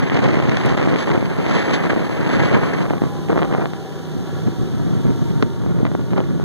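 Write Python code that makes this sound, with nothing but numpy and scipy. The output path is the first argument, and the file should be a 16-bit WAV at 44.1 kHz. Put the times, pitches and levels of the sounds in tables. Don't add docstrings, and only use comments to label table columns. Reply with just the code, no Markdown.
import sys
import numpy as np
from scipy import signal
from scipy.fft import rfft, irfft
from scipy.io import wavfile

SR = 44100
rng = np.random.default_rng(int(sys.argv[2]) if len(sys.argv) > 2 else 0)


def dump(signal):
    limited = np.clip(np.atleast_2d(signal).T, -1, 1)
    pcm = np.round(limited * 32767).astype(np.int16)
    wavfile.write(sys.argv[1], SR, pcm)


N = 284004
TIME = np.arange(N) / SR

# time_s, level_db
BREEZE_LEVEL = [(0, -24.5), (2.7, -33.5), (3.6, -26), (3.85, -38.5), (4.3, -28), (5, -30.5), (6.44, -23.5)]
# start_s, hold_s, buffet_db, tear_db
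EXPOSED_GUSTS = [(0.159, 0.22, -26, -19), (0.44, 0.15, -24, -22), (0.639, 0.13, -21, -20),
                 (0.775, 0.05, -30, -19), (0.862, 0.093, -27, -19), (1.082, 0.09, -22.5, -19.5),
                 (1.21, 0.008, -18, -23), (1.312, 0.007, -30, -21), (1.38, 0.19, -28.5, -21.5),
                 (1.682, 0.061, -41, -25.5), (1.824, 0.2, -30, -20), (2.176, 0.05, -25, -22.5),
                 (2.341, 0.12, -20, -22.5), (2.515, 0.11, -21.5, -17.5), (2.634, 0.19, -26.5, -23.5),
                 (2.844, 0.15, -29, -26.5), (3.043, 0.019, -23, -26), (3.304, 0.02, -22, -18),
                 (3.35, 0.12, -27.5, -20.5), (3.515, 0.12, -43, -20.5), (4.158, 0.07, -27, -46),
                 (4.466, 0.027, -25, -34), (4.6, 0.039, -21, -54), (4.738, 0.27, -23.5, -33),
                 (5.052, 0.063, -18, -30), (5.176, 0.31, -22, -34.5), (5.6, 0.14, -23.5, -33.5),
                 (5.767, 0.097, -22.5, -31), (5.914, 0.077, -23, -38), (6.109, 0.016, -21, -27),
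                 (6.17, 0.033, -19, -21), (6.318, 0.038, -21, -53)]
# time_s, level_db
CRACKLE_LEVEL = [(0, -10), (2.6, -22), (3.3, -25), (6.44, -19)]
# frequency_hz, relative_density_db
BUFFET_SPECTRUM = [(20, -12.5), (45, -27), (65, -18), (90, -6.5), (125, 1.5), (200, -5), (340, -13.5),
                   (500, -27.5), (900, -67), (2500, -76)]
TEAR_SPECTRUM = [(60, -48), (160, 6), (320, 4), (520, 0.5), (850, -8), (1300, -10.5), (2200, -22.5),
                 (3200, -35), (5000, -42), (9000, -67), (16000, -77)]
RASP_SPECTRUM = [(500, -32), (1200, -11.5), (2000, 6), (3200, -4), (4500, -12.5), (7000, -21.5),
                 (16000, -52)]
RIP_SPECTRUM = [(200, -16), (500, 8), (1100, 7.5), (1700, 4), (2400, -0.5), (3500, -12.5), (6000, -25),
                (9000, -46), (16000, -62)]
# time_s, level_db
SHELTERED_FLOW = [(0, -26), (.2, -27.5), (1.1, -29), (1.3, -30.5), (1.5, -28), (1.8, -25.5), (2.08, -29.5),
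                  (2.4, -23.5), (2.82, -28.5), (2.88, -39.5), (6.44, -49)]
# time_s, half_length_s, flow_rise_db, hiss_rise_db
FLOW_SURGES = [(0.21, 0.063, 1.5, 1.5), (0.425, 0.0019, 6, 6), (0.69, 0.083, 2, 5.5),
               (1.021, 0.041, 3.5, 10.5), (1.57, 0.078, 5, 10.5), (1.743, 0.025, 3.5, 13.5),
               (1.904, 0.0091, 7, 10.5), (2.346, 0.053, 0.5, 4.5), (2.455, 0.022, 2, 6.5),
               (2.548, 0.013, 5, 4)]
# frequency_hz, relative_density_db
RUSH_SPECTRUM = [(20, -29), (50, -33), (90, -27), (150, -4), (300, -3.5), (520, -11), (950, -15),
                 (1400, -20), (2500, -50), (6000, -60.5)]
HOWL_SPECTRUM = [(600, -3), (1300, -2.5), (1750, 3), (2400, -2.5), (3200, -12.5), (5000, -65)]
HISS_SPECTRUM = [(1200, -9), (2400, -4.5), (3200, -2), (5000, -9.5), (7500, -18.5), (10000, -33),
                 (16000, -49)]
# time_s, half_length_s, depth_db
WIND_LULLS = [(0.06, 0.012, 2.5), (0.094, 0.009, 6.5), (.213, .007, 7.5), (0.316, 0.0095, 2.5),
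              (0.419, .008, 2), (0.509, .006, 5.5), (0.594, 0.0094, 3.5), (0.761, 0.0072, 8),
              (0.84, .007, 3), (0.986, .009, 0.5), (1.058, 0.0098, 3), (1.126, 0.0069, 4),
              (1.19, 0.0063, 4), (1.66, 0.0086, 1.5), (1.797, .01, 2), (1.885, 0.0077, 6), (1.955, .007, 3),
              (2.098, 0.0078, 5), (2.606, 0.012, 6), (2.998, 0.009, 18)]
# time_s, cusp_db, recovery_ms, sputter_db
EDDY_POPS = [(0.0986, -9, 0.17, -15), (0.1202, -5, 0.36, -25), (0.146, -7, 0.083, -21),
             (0.173, -8, 0.21, -14), (0.1914, -9, 0.38, -30), (0.2353, -5, 0.84, -36),
             (0.262, -5, 0.25, -24), (0.342, -4, 0.32, -25), (0.4009, -0.5, 0.25, -17),
             (0.4253, -12, .2, -27), (0.5196, -6, 0.17, -22), (0.5457, -11, 0.19, -22),
             (0.667, -3, 0.35, -34), (0.777, -1, 0.22, -33), (.874, 0.5, 0.37, -32), (.934, -3, .3, -32),
             (0.96, -7, 0.38, -16), (1.074, -6, 0.28, -22), (1.0932, -4.5, 0.27, -23),
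             (1.1028, -12, 0.22, -17), (1.1152, -4, 0.095, -14), (1.149, -1, 0.29, -35),
             (1.1774, -4, 0.99, -36), (1.227, -5, 0.28, -36), (1.4648, -6, .3, -17), (1.839, -7, 0.22, -30),
             (1.853, -7, 0.24, -29), (1.9332, -3, 0.39, -34), (1.963, -5, 0.32, -30), (2.097, -8, 0.3, -38),
             (2.263, -6.5, .25, -26), (2.4359, -4, .3, -29), (2.5295, -6, 0.11, -30), (2.567, -1, .4, -30),
             (2.9073, -3, 0.29, -34), (2.9357, -4.5, 0.27, -22), (3.0194, 1, 0.65, -22),
             (3.038, -8, .35, -38), (3.298, -2, 0.36, -38), (3.3297, -1, 0.25, -29), (3.359, -4, 0.33, -37),
             (3.3646, -2, 0.37, -35), (3.375, -5, 0.18, -28), (3.3786, 3.5, 0.16, -28),
             (3.391, -10, .22, -33), (3.4184, -6, 0.2, -27), (3.424, -1, 0.13, -20),
             (3.4311, -1.5, 0.23, -20), (3.454, -11, .25, -25), (3.527, -8, 0.3, -35), (3.54, -8, 0.3, -28),
             (3.5493, -1, 0.21, -31), (3.657, -3.5, 0.11, -27), (3.735, -12, 0.16, -45),
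             (5.4251, -2.5, 0.25, -34), (5.4319, -1, 0.45, -21), (5.6626, -8.5, 0.5, -44),
             (5.8523, -5, 0.25, -28), (5.9159, -10, 0.57, -38), (5.951, -2, 0.45, -38),
             (5.9942, -11.5, 0.71, -42), (6.1336, -6.5, 0.28, -32), (6.1669, -9, 0.59, -40),
             (6.1825, -4, 0.46, -34), (6.2038, -6, 0.41, -21), (6.3987, -8, 0.77, -41)]
# time_s, level_db, pitch_hz
EDDY_THUMPS = [(4.167, -9, 240), (4.389, -18, 377), (4.4662, -10, 190), (4.484, -3.5, 262),
               (4.597, -11, 130), (4.952, -9, 280), (5.0539, -7, 350), (5.095, -6, 240), (5.221, -10, 230),
               (5.4281, -4, 275), (5.4331, -7, 289), (5.707, -8, 250), (5.806, -8, 300), (5.8316, -1, 248),
               (5.9177, -7, 280), (6.191, -9, 330)]
# time_s, level_db, decay_ms
FLOW_RIPS = [(0.121, -23, 2.7), (0.52, -21, 4), (.7, -20, 5), (1.078, -22, 6), (1.897, -21, 8),
             (2.9, -22.5, 5.8), (3.286, -26, 5), (3.535, -20.5, 9), (3.612, -25, 13), (5.425, -4, 2.1),
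             (5.8523, -18.5, 2), (5.865, -21, 5.2), (6.171, -24, 2.6), (6.178, -20, 3.6)]

# time_s, firing_rate_hz
FIRING_RATE = [(0, 33.9), (1.2, 33.58), (2.5, 33), (2.9, 32.26), (3.5, 31.5), (4.5, 31.36), (4.9, 31.8),
               (5.3, 32.17), (5.8, 33.85), (6.44, 34.72)]
# time_s, thud_gain_db, clatter_gain_db
ENGINE_LOUDNESS = [(0, -7, -3.5), (2.5, -4.5, -1), (3.1, 2, 1.5), (3.9, -3.5, 1), (4.4, 2, 3), (4.8, -1, 2),
                   (5.3, -2, 3), (5.55, -4.5, -1.5), (6.44, 1, -0.5)]
# harmonic_number, level_db
ENGINE_ORDERS = [(2, -48), (3, -36), (5, -30.5), (6, -39), (8, -43.5)]
# frequency_hz, nominal_width_hz, relative_db
BODY_MODES = [(125, 41, 3.5), (358.5, 65, 6.5), (646, 120, -37)]
# frequency_hz, nominal_width_hz, relative_db
CASING_MODES = [(1136, 23, 8), (1394, 103, 2.5), (1702, 43, 2.5)]
# frequency_hz, relative_density_db
CLATTER_SPECTRUM = [(500, -4), (1000, -7), (1700, -2), (2400, -12), (3400, -3), (4500, -11), (6500, -11),
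                    (9000, -25.5), (15000, -24)]
# frequency_hz, relative_density_db
TYRE_SPECTRUM = [(20, -12), (60, -7), (130, 2), (400, 10.5), (600, -1), (1000, -16), (1600, -27),
                 (2400, -60), (6000, -70)]
# time_s, lower_pitch_hz, lower_db, upper_db
GEAR_WHINE = [(0, 846, -73, -55), (2.5, 819, -46, -51), (3.1, 810, -43, -49), (3.5, 788, -39, -45),
              (3.85, 776, -45.5, -55), (4.25, 763, -47, -52), (4.7, 756, -50, -57), (5.1, 739, -48, -46),
              (5.5, 736, -56, -49), (6.44, 740, -66, -52)]
# time_s, pitch_hz, level_db
CHAIN_WHINE = [(0, 1410, -67), (3.2, 1385, -67), (3.9, 1371, -60), (4.3, 1355, -54), (4.65, 1306, -54),
               (5.2, 1360, -55), (5.7, 1417, -55), (6.44, 1438, -54)]
# frequency_hz, relative_density_db
BACKGROUND_SPECTRUM = [(3000, -25), (5000, -11), (7000, -3.5), (9500, 1), (12000, -6), (15000, -4)]
# time_s, level_db
BACKGROUND_LEVEL = [(0, -61.5), (1.2, -57.5), (1.6, -56.5), (3.1, -56.5), (3.8, -59), (5.4, -58.5),
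                    (5.5, -60.5), (6.44, -61)]


def exposed_wind():
    breeze_db, = curves(BREEZE_LEVEL)
    buffet_power = undb(breeze_db) ** 2
    tear_power = undb(breeze_db - 10.5) ** 2
    for start_s, hold_s, buffet_db, tear_db in EXPOSED_GUSTS:
        shape = gust(start_s, hold_s)
        buffet_power += (undb(buffet_db) * shape) ** 2
        tear_power += (undb(tear_db) * shape) ** 2
    buffet = colour(eddies(2500, scatter_db=5), BUFFET_SPECTRUM)
    crests = unit(0.23 + np.abs(buffet))
    tear = colour(eddies(7000, scatter_db=2) * crests, TEAR_SPECTRUM) * unit(undb(1.2 * walk(70)))
    vortices = eddies(2500, scatter_db=3) * crests * undb(3.6 * walk(220))
    crackle = colour(vortices, RASP_SPECTRUM) * undb(curves(CRACKLE_LEVEL)[0])
    throb = unit(undb(0.69 * walk(30)))
    buffeting = undb(4) * buffet * np.sqrt(buffet_power)
    tearing = undb(0.88) * (tear + crackle) * np.sqrt(tear_power)
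    return throb * (buffeting + tearing)


def gust(start_s, hold_s, attack_s=0.02, release_s=0.02):
    rise = np.clip((TIME - start_s) / attack_s + 1, 0, 1)
    return rise * np.exp(-np.clip((TIME - start_s - hold_s) / release_s, 0, 20))


def sheltered_wind(cruise_db=-27, howl_exponent=1.7, hiss_exponent=0.69):
    flow_db = curves(SHELTERED_FLOW)[0] - cruise_db
    edge_db = hiss_exponent * flow_db
    for time_s, half_length_s, flow_rise_db, hiss_rise_db in FLOW_SURGES:
        swell = gaussian(time_s, half_length_s)
        flow_db += flow_rise_db * swell
        edge_db += hiss_rise_db * swell
    cavity_db = howl_exponent * flow_db
    flicker = unit(walk(80) + 0.62 * walk(260))
    rush = colour(eddies(3500, scatter_db=3), RUSH_SPECTRUM) * undb(-22.5 + flow_db + 1.77 * flicker)
    howl = colour(eddies(5000, scatter_db=10.5), HOWL_SPECTRUM) * undb(-30 + cavity_db + 1.63 * flicker)
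    hiss = colour(eddies(4000, scatter_db=10.5), HISS_SPECTRUM) * undb(-40 + edge_db + 2.4 * flicker)
    return rush + howl + hiss


def lulls():
    return undb(-sum(depth_db * gaussian(time_s, half_s) for time_s, half_s, depth_db in WIND_LULLS))


def pops(rise_to_decay=0.7, sputter_s=0.0011):
    cusps, sputter = np.zeros(N), np.zeros(N)
    for time_s, cusp_db, recovery_ms, sputter_db in EDDY_POPS:
        near, since_s = around(time_s)
        from_peak_s = np.maximum(since_s, -since_s / rise_to_decay)
        cusps[near] += undb(cusp_db) * np.exp(-1000 * from_peak_s / recovery_ms)
        sputter[near] += undb(sputter_db) * np.exp(-from_peak_s / sputter_s)
    pressure = undb(-1.5) * sputter * colour(noise(), RASP_SPECTRUM) - undb(3.5) * cusps
    housing = undb(-3) * ring(pressure, hz=327, width_hz=120)
    port = signal.butter(2, [130, 4200], "band", fs=SR, output="sos")
    return signal.sosfilt(port, pressure + housing)


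def thumps(half_length_cycles=0.51):
    pressure = np.zeros(N)
    for time_s, level_db, pitch_hz in EDDY_THUMPS:
        near, since_s = around(time_s)
        cycles = since_s * pitch_hz
        envelope = undb(level_db) * np.exp(-(cycles / half_length_cycles) ** 2)
        pressure[near] += envelope * np.sin(2 * np.pi * cycles)
    return pressure


def rips(attack_s=0.00013):
    envelope = np.zeros(N)
    for time_s, level_db, decay_ms in FLOW_RIPS:
        near, since_s = around(time_s, before_s=0.005, after_s=0.05)
        time_constants = np.maximum(1000 * since_s / decay_ms, -since_s / attack_s)
        envelope[near] += undb(level_db) * np.exp(-time_constants)
    return envelope * colour(noise(), RIP_SPECTRUM)


def engine():
    firing_hz, = curves(FIRING_RATE)
    thud_db, clatter_db = curves(ENGINE_LOUDNESS)
    cycle = wavering_cycles(firing_hz, spread=0.0023, rate_hz=14)
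    thud = np.zeros(N)
    for harmonic, level_db in ENGINE_ORDERS:
        amplitude = np.sqrt(2) * undb(level_db + 1.6 * walk(12))
        thud += amplitude * np.sin(2 * np.pi * (harmonic * cycle + rng.random()))
    firings = np.diff(np.floor(cycle), prepend=0)
    puffs = noise() * np.exp(-(cycle % 1) / 0.36)
    rumble = undb(-36.5) * resonate(puffs, BODY_MODES)
    body = undb(-42.5) * shake(firings * undb(1.7 * walk(35)), BODY_MODES, decay_s=0.032)
    casing = undb(-54.5) * shake(firings * undb(5 * walk(35)), CASING_MODES, decay_s=0.19)
    at_firing = np.exp(-(cycle % 1) / 0.031)
    at_closing = np.exp(-((cycle - 0.36) % 1) / 0.16)
    clatter = np.array([colour(noise(), CLATTER_SPECTRUM) * undb(port_db) for port_db in (-52, -46.5)])
    clatter *= unit(1.9 + at_firing + 0.95 * at_closing)
    return (thud + body + rumble) * undb(thud_db) + (casing + clatter) * undb(clatter_db)


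def shake(blows, modes, decay_s):
    lag_s = TIME[:SR // 10]
    paths = rng.standard_normal(len(lag_s)) * np.exp(-lag_s / decay_s)
    return resonate(signal.fftconvolve(blows, paths)[:N], modes)


def tyres():
    coherent = colour(noise(), TYRE_SPECTRUM)
    highpass = signal.butter(1, 1100, "high", fs=SR, output="sos")
    incoherent = signal.sosfilt(highpass, [colour(noise(), TYRE_SPECTRUM) for _ in range(2)])
    return undb(-39.5 + 1.5 * walk(12)) * (1.11 * coherent + 0.7 * incoherent)


def gears(mesh_ratio=1.254):
    lower_hz, lower_db, upper_db = curves(GEAR_WHINE)
    phase = 2 * np.pi * wavering_cycles(lower_hz, spread=0.00385, rate_hz=35)
    lower = undb(lower_db - 1.5 + 3.5 * walk(40)) * np.sin(phase + 0.79 * walk(90))
    upper = undb(upper_db + 3.1 * walk(26)) * np.sin(mesh_ratio * phase + 0.34 * walk(90))
    return lower + upper


def chain():
    pitch_hz, level_db = curves(CHAIN_WHINE)
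    amplitude = undb(level_db + 1.4 * walk(30))
    return amplitude * np.sin(2 * np.pi * wavering_cycles(pitch_hz, spread=0.0035, rate_hz=35))


def tick(time_s=0.6603, decay_s=0.00025):
    burst = noise() * np.exp(-np.abs(TIME - time_s) / decay_s)
    return undb(-15) * (ring(burst, 10200, 2600) + 0.35 * ring(burst, 15000, 3200))


def background_hiss():
    hiss = np.array([colour(noise(), BACKGROUND_SPECTRUM) for _ in range(2)])
    return hiss * undb(curves(BACKGROUND_LEVEL)[0])


def eddies(rate_hz, scatter_db):
    arrivals = rng.random(N) < rate_hz / SR
    return arrivals * np.sign(noise()) * undb(scatter_db * np.tanh(noise()))


def colour(x, spectrum):
    hz, db = np.transpose(spectrum)
    bins_hz = np.maximum(np.fft.rfftfreq(N, 1 / SR), 1)
    gain = undb(np.interp(np.log(bins_hz), np.log(hz), db))
    return unit(irfft(rfft(x) * gain, N))


def resonate(x, modes):
    return unit(sum(undb(db) * ring(ring(x, hz, 2 * width), hz, 2 * width) for hz, width, db in modes))


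def ring(x, hz, width_hz):
    return signal.lfilter(*signal.iirpeak(hz, hz / width_hz, fs=SR), x)


def wavering_cycles(hz, spread, rate_hz):
    return np.cumsum(hz * (1 + spread * walk(rate_hz))) / SR


def walk(rate_hz):
    return unit(np.interp(TIME * rate_hz, np.arange(N), noise()))


def gaussian(time_s, half_length_s):
    return np.exp(-np.minimum(((TIME - time_s) / half_length_s) ** 2, 20))


def around(time_s, before_s=0.02, after_s=0.02):
    centre = int(time_s * SR)
    near = slice(max(centre - int(before_s * SR), 0), centre + int(after_s * SR))
    return near, TIME[near] - time_s


def curves(table):
    time_s, *columns = np.transpose(table)
    return [np.interp(TIME, time_s, column) for column in columns]


def noise():
    return rng.standard_normal(N)


def undb(db):
    return 10 ** (np.asarray(db) / 20)


def unit(x):
    return x / np.sqrt(np.mean(x ** 2))


def scene():
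    wind_gain = lulls()
    sheltered = wind_gain * sheltered_wind()
    exposed = wind_gain * exposed_wind() + pops() + thumps() + rips() + tick()
    return np.array([sheltered, exposed]) + engine() + gears() + chain() + tyres() + background_hiss()


def record(dry, ceiling=0.85, widener_lag_samples=17, cutoff_hz=15400):
    ports = ceiling * np.tanh(dry / ceiling)
    crossed = np.pad(ports[::-1], ((0, 0), (widener_lag_samples, 0)))[:, :N]
    lowpass = signal.ellip(8, 0.2, 70, cutoff_hz, fs=SR, output="sos")
    return signal.sosfilt(lowpass, ports - crossed)


dry = scene()
out = record(dry)
dump(out)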